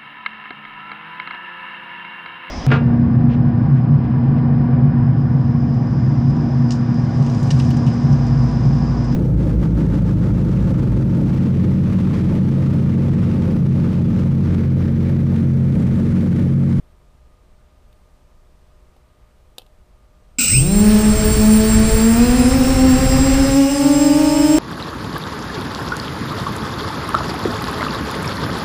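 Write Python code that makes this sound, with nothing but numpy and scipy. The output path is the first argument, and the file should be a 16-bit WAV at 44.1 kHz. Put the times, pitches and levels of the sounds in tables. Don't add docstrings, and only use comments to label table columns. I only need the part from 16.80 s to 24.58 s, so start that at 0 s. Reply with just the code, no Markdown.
import sys
import numpy as np
from scipy import signal
from scipy.fft import rfft, irfft
from scipy.io import wavfile
from scipy.ndimage import uniform_filter1d

SR = 44100
rng = np.random.default_rng(int(sys.argv[2]) if len(sys.argv) > 2 else 0)


def inscribe(sig):
    pcm = np.round(np.clip(np.atleast_2d(sig).T, -1, 1) * 32767)
    wavfile.write(sys.argv[1], SR, pcm.astype(np.int16))


def how_loud(loudness_db):
    steps = np.asarray(loudness_db, float) / 20
    return 10 ** steps


N = 343317
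START_S = 3.5845

# time_s, first_hz, second_hz, third_hz
ASKED_RATES = [(4.0, 213, 212, 213), (4.75, 217.5, 214.5, 215.5), (5.2, 222, 219, 221),
               (5.35, 231, 225, 229), (5.5, 248, 232, 238), (5.8, 266, 247, 251), (5.97, 265, 253, 258),
               (6.1, 256, 258, 260), (6.25, 254, 264, 262), (6.55, 262, 268, 277), (6.72, 265, 273, 276),
               (6.85, 272, 277, 279), (7.0, 273, 281, 290), (7.44, 280, 282, 303), (7.56, 287, 289, 310),
               (7.78, 291, 298, 309)]
# time_s, first_db, second_db, third_db
ROTOR_LEVELS = [
    (3.9, -13, -14, -32),
    (4.1, -10, -17, -25),
    (4.6, -13.5, -18, -14),
    (5.2, -11.5, -18, -19),
    (5.8, -12.5, -19, -16),
    (6.3, -19, -16, -12),
    (6.8, -22, -11, -21),
    (7.05, -13.5, -23, -12.5),
    (7.78, -13.5, -24, -12),
]
# kick_hz, gain_hz_per_s, knee_sharpness
SPIN_UP = [(12, 660, 6.5), (10, 580, 3.6), (11, 650, 6)]
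# blade_rate_multiple, level_db
BLADE_HARMONICS = [(.5, -20), (1, -1.5), (1.5, -30.5), (2, -13), (2.5, -35), (3, -20), (4, -26.5),
                   (5, -30.5), (6, -34), (7, -35), (8, -34.5)]
SWITCH_RATES = [7561, 7553, 7546]
# switch_multiple, blade_rate_multiple, first_db, second_db, third_db
MOTOR_TONES = [(0, 21, -52, -46, -39.5), (0, 10.5, -46, -52, -54), (1, 0, -38, -32, -40),
               (1, 3.5, -48, -47, -54), (1, 7, -43, -34, -47), (1, -7, -54, -56, -60),
               (1, -10.5, -52, -57, -54), (1, -21, -53, -48, -56), (1, 21, -68, -68, -63),
               (2, 0, -41, -40, -41), (2, -7, -65, -60, -65)]
# time_s, whine_hz
FOURTH_WHINE = [
    (4.3, 4260),
    (5.4, 4200),
    (5.88, 3800),
    (6.14, 4750),
    (6.3, 5020),
    (6.8, 5210),
    (7.0, 5110),
    (7.35, 5080),
    (7.78, 5280),
]
# centre_hz, width_hz, level_db
FRAME_MODES = [(2550, 430, 7), (5250, 600, 7), (8400, 650, 7)]
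# centre_hz, width_hz, level_db
LURCH_MODES = [(222, 120, 4), (480, 180, -13), (820, 690, -24.5), (1430, 280, -8.5), (2550, 760, -2),
               (2820, 330, -5.5), (4000, 1400, -13), (5220, 1350, -10), (6500, 2700, -13.5),
               (7460, 490, -8), (8140, 750, 3.5), (10000, 1000, -28), (13500, 1500, -26), (14700, 700, -26)]
# pitch_hz, rms_db
FRAME_HUMS = [(5495, -44.5), (5907, -49), (7348, -51), (7786, -48), (8640, -74)]
# frequency_hz, density_db
BUFFET_SPECTRUM = [(7.1, -34), (12, 5.5), (54, 8), (177, -4.5), (205, -7.5), (232, -8), (273, -9.5),
                   (605, -25), (900, -64), (1170, -105), (1980, -120)]
# frequency_hz, density_db
SWISH_SPECTRUM = [(150, -4), (300, 3.5), (600, -4.5), (1200, -1), (2000, -3), (3000, -15.5), (4500, -9)]
# frequency_hz, density_db
TIP_SPECTRUM = [(1200, -14), (2200, 1), (2900, 2), (3600, -2), (4500, 0), (6000, -1), (7000, -3), (8200, 2),
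                (9300, -3), (10200, -9), (11500, -12), (13500, -11), (15000, -9), (15800, -9)]
# centre_s, peak_db, length_s
GUSTS = [
    (3.754, -21, .04),
    (3.85, -38, 0.036),
    (4.006, -27, 0.015),
    (4.49, -19.5, 0.18),
    (5.01, -19, 0.067),
    (5.15, -19.5, 0.058),
    (5.46, -24, 0.12),
    (5.655, -29, 0.1),
    (6.2, -21, 0.37),
    (6.705, -24, .04),
]
# start_s, peak_db, body_db
CLICKS = [
    (1.128, -46, -11),
    (2.1654, -49, 6),
    (2.7826, -15, -12.5),
    (2.7948, -44, 8),
    (2.8185, -42, -1),
    (2.8642, -45, -6),
]
# pitch_hz, level_db, t60_s
HOUSING_MODES = [(530, 2.5, 0.033), (764, 3.5, 0.024)]
# frequency_hz, density_db
SNAP_SPECTRUM = [(900, -10), (1500, -13), (2200, -32), (2600, 0), (3400, -1), (4700, -7), (6000, -18),
                 (13500, -13), (15700, -24)]
# frequency_hz, density_db
YARD_SPECTRUM = [(7.1, -31), (12, -1), (61, -1), (87, -10.5), (336, -25.5), (368, -23), (403, -26.5),
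                 (613, -25), (779, -27), (1220, -28.5), (1460, -33), (8610, -46), (15700, -52)]
# pitch_hz, rms_db
MACHINE_HUMS = [(366.1, -72), (436.0, -74.5), (495.3, -72), (554.5, -78), (608.3, -66), (1222, -71),
                (7375, -94), (8500, -81)]


def drone():
    asked = curves(ASKED_RATES)
    smooth = [spin(hz, *law) for hz, law in zip(asked, SPIN_UP)]
    idle_hz, hover_hz = 218, 288
    load = np.clip((np.mean(asked, axis=0) - idle_hz) / (hover_hz - idle_hz), 0, 1)
    inrush = 1 - ramp(START_S, 0.26)
    wobble_hz = 0.35 + (2.6 - 0.35) * np.minimum(load / 0.35, 1)
    speeds = [hz + wobble_hz * hunting() for hz in smooth]
    phases = [turns(hz) for hz in speeds]

    rotors = 0
    for phase, hz, goal, db in zip(phases, smooth, asked, curves(ROTOR_LEVELS)):
        rotors = rotors + blades(phase, hz, thrust(hz, goal, db))

    surge_start_db, surge_full_db, rise_s, hold_s, fall_s = 9, 14.5, 0.11, 0.095, 0.07
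    surge_db = surge_start_db + (surge_full_db - surge_start_db) * ramp(START_S, rise_s)
    surge_db = surge_db - surge_full_db * ramp(START_S + rise_s + hold_s, fall_s)
    tones_db = 6 * inrush - load
    octave_db = 5 + 7 * inrush - 9.5 * load
    motors = sum(motor(i, speeds[i], phases[i], surge_db, tones_db, octave_db) for i in range(3))

    lurch_db = -16.5 - 53 * ramp(START_S, 0.4) ** 2.2
    steady_db = -35 - 5 * np.minimum(2 * inrush, 1) - 2 * load
    frame = rattle(lurch_db, steady_db) + frame_hums(load)
    sound = rotors + motors + frame + downwash(phases, load) + fourth_motor()
    return ramp(START_S, 0.002) * sound


def spin(asked_hz, kick_hz, gain_hz, knee):
    climb_hz = kick_hz + gain_hz * np.maximum(np.arange(N) / SR - START_S, 0)
    return (climb_hz ** -knee + asked_hz ** -knee) ** (-1 / knee)


def hunting():
    return np.sin(turns(6.8 + 1.2 * walk(3))) + 0.35 * walk(16)


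def thrust(hz, asked_hz, db):
    speed_power = 1.9
    return db + 20 * speed_power * np.log10(hz / asked_hz)


def blades(phase, hz, db):
    stack = 0
    for multiple, order_db in BLADE_HARMONICS:
        gain = how_loud(order_db + 1.25 * walk(14)) * shudder(multiple * hz)
        stack = stack + gain * np.sin(multiple * phase + 6 * rng.random())
    return np.sqrt(2) * how_loud(db) * stack


def shudder(hz):
    mount_hz, width_hz, mount_db = 128, 30, 10.5
    starting = 1 - ramp(START_S + 0.3, 0.1)
    return 1 + starting * how_loud(mount_db) / (1 + (2 * (hz - mount_hz) / width_hz) ** 2) ** 2


def motor(which, hz, phase, surge_db, tones_db, octave_db):
    switch_hz = SWITCH_RATES[which] + 2.5 * walk(5) + 4.5 * walk(60)
    switch = turns(switch_hz)
    out = 0
    for m, k, *db in MOTOR_TONES:
        tone_hz = np.abs(m * switch_hz + k * hz)
        radiates = tone_hz ** 4 / (tone_hz ** 4 + 2200. 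** 4)
        passes = 1 - 0.6 / (1 + (2 * (tone_hz - 3450) / 900) ** 2)
        rings = 1 + how_loud(surge_db * (k != 0)) * resonance(tone_hz)
        group_db = octave_db if m > 1 else tones_db
        gain = how_loud(flying_db(m, k, hz) + db[which] + group_db + 2.8 * walk(14))
        out = out + gain * passes * radiates * rings * np.sin(m * switch + k * phase)
    return out


def flying_db(m, k, hz):
    if m == 0:
        from_hz, db_per_hz = (240, -0.1) if k > 20 else (245, 0.17)
    else:
        from_hz, db_per_hz = (218, 0.13) if k > 20 else (218, -0.19)
    return db_per_hz * np.maximum(hz - from_hz, 0) * (k > 0)


def fourth_motor():
    (hz,) = curves(FOURTH_WHINE)
    swell = ramp(5.85, 0.5)
    db = -35.5 - 13 * (1 - swell)
    hz = hz + swell * (75 * hunting() + 20 * walk(60))
    shaft = 1 + 0.4 * swell * (1 + 0.5 * walk(6)) * np.sin(turns(hz / 42))
    whine = shaft * how_loud(2.5 * walk(25)) * np.sin(turns(hz))
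    sideband = how_loud(-7 + 5 * walk(5)) * np.sin(turns(SWITCH_RATES[1] + hz / 7))
    strand = swell * how_loud(-5 + 5 * walk(9)) * np.sin(turns(hz + 90 * hunting()))
    blade = np.sin(turns(hz / 21))
    return np.sqrt(2) * ramp(FOURTH_WHINE[0][0], 0.09) * how_loud(db) * (whine + strand + blade + sideband)


def rattle(lurch_db, steady_db):
    hz = np.arange(N // 2 + 1) * SR / N
    steps = rfft(rng.standard_normal(N) * how_loud(0.83 * walk(300)))
    modes = sum(how_loud(db) / (1 + (2 * (hz - f) / width) ** 2) ** 2 for f, width, db in LURCH_MODES)
    lurch = level(irfft(steps * modes, N), 0)
    steady = level(irfft(steps * resonance(hz), N), 0)
    return how_loud(lurch_db) * lurch + how_loud(steady_db) * steady


def resonance(hz):
    return sum(how_loud(db) / (1 + (2 * (hz - f) / width) ** 2) for f, width, db in FRAME_MODES)


def frame_hums(load):
    out = 0
    for hz, db in FRAME_HUMS:
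        load_db = (1 - 14 * load) * (hz < 7000)
        out = out + how_loud(db + load_db + 1.3 * walk(5.3)) * np.sin(turns(hz + 7 * walk(27)))
    return out


def downwash(phases, load):
    t = np.arange(N) / SR
    aloft = ramp(6.68, 0.14)
    still = np.exp(-np.maximum(t - START_S - 0.15, 0) / 0.12)
    buffet_db = -22.5 - 38 * (1 - ramp(START_S, 0.25)) - 11 * aloft
    puffs = how_loud(buffet_db) + sum(how_loud(db) * np.exp(-((t - s) / length) ** 2) for s, db, length in GUSTS)
    swish_db = -26.5 - 37 * still + 1.5 * load - 9 * aloft
    tips_db = -43 - 19 * still - 0.5 * aloft
    pulse = 1 + 0.13 * (np.cos(phases[0]) + np.cos(phases[1]))
    buffet = puffs * how_loud(2.5) * noise(BUFFET_SPECTRUM, 0.96, 9.3)
    swish = how_loud(swish_db - 2) * noise(SWISH_SPECTRUM, 1.3, 15)
    tips = how_loud(tips_db + 13) * noise(TIP_SPECTRUM, 0.98, 25)
    return buffet + pulse * (swish + tips)


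def clicks():
    out = np.zeros(N)
    t = np.arange(SR // 10) / SR
    hiss = noise(SNAP_SPECTRUM, 0, 5)
    thud = sum(how_loud(db) * np.sin(2 * np.pi * f * t) * 1000. ** (-t / t60) for f, db, t60 in HOUSING_MODES)
    snap = t / 0.0035 * np.exp(1 - t / 0.0025) ** 2
    scrape = how_loud(-23.5) * np.exp(-t / 0.022)
    for s, db, body_db in CLICKS:
        at = int((s - 0.0005) * SR)
        span = slice(at, at + len(t))
        out[span] += how_loud(db) * (0.27 * (snap + scrape) * hiss[span] + how_loud(body_db) * 0.32 * thud)
    return out


def yard():
    hums = 0
    for hz, db in MACHINE_HUMS:
        hums = hums + how_loud(db + 1.6 * walk(12)) * np.sin(turns(hz + hz / 200 * walk(20)))
    return how_loud(-49.5) * noise(YARD_SPECTRUM, 0.68, 4.47, count=9) + hums


def noise(shape, flicker_db, rate, count=5):
    hz, db = np.transpose(shape)
    place = np.log(np.arange(1, N // 2 + 2) * SR / N)
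    colour = how_loud(np.interp(place, np.log(hz), db, -150, -150))
    spectrum = rfft(rng.standard_normal(N)) * colour
    centres = np.linspace(np.log(hz[0]), np.log(hz[-1]), count)
    out = 0
    for pick in np.eye(count):
        band = irfft(spectrum * np.interp(place, centres, pick), N)
        out = out + band * how_loud(flicker_db * walk(rate))
    return level(out, 0)


def level(x, db):
    return x * how_loud(db) / np.sqrt(np.mean(x ** 2))


def curves(rows):
    s, *columns = np.transpose(rows)
    return [np.interp(np.arange(N) / SR, s, column) for column in columns]


def walk(rate):
    hold = int(SR / rate)
    held = np.repeat(rng.standard_normal(N // hold + 1), hold)
    return 1.3 * uniform_filter1d(uniform_filter1d(held, hold), hold)[:N]


def turns(hz):
    return 2 * np.pi * (np.cumsum(hz) / SR + rng.random())


def ramp(start_s, length_s):
    return np.clip((np.arange(N) / SR - start_s) / length_s, 0, 1)


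def scene():
    return (drone() + clicks() + yard())[None]


def roll_off(x):
    return signal.sosfilt(signal.butter(12, 15840, fs=SR, output="sos"), x)


def record(dry):
    soft = how_loud(-0.6) * dry / (1 + np.abs(dry) ** 5) ** 0.2
    top_cut = signal.ellip(14, 0.2, 70, 15300, fs=SR, output="sos")
    mix = signal.sosfilt(top_cut, soft)
    return roll_off(mix)


dry = scene()
out = record(dry)
inscribe(out)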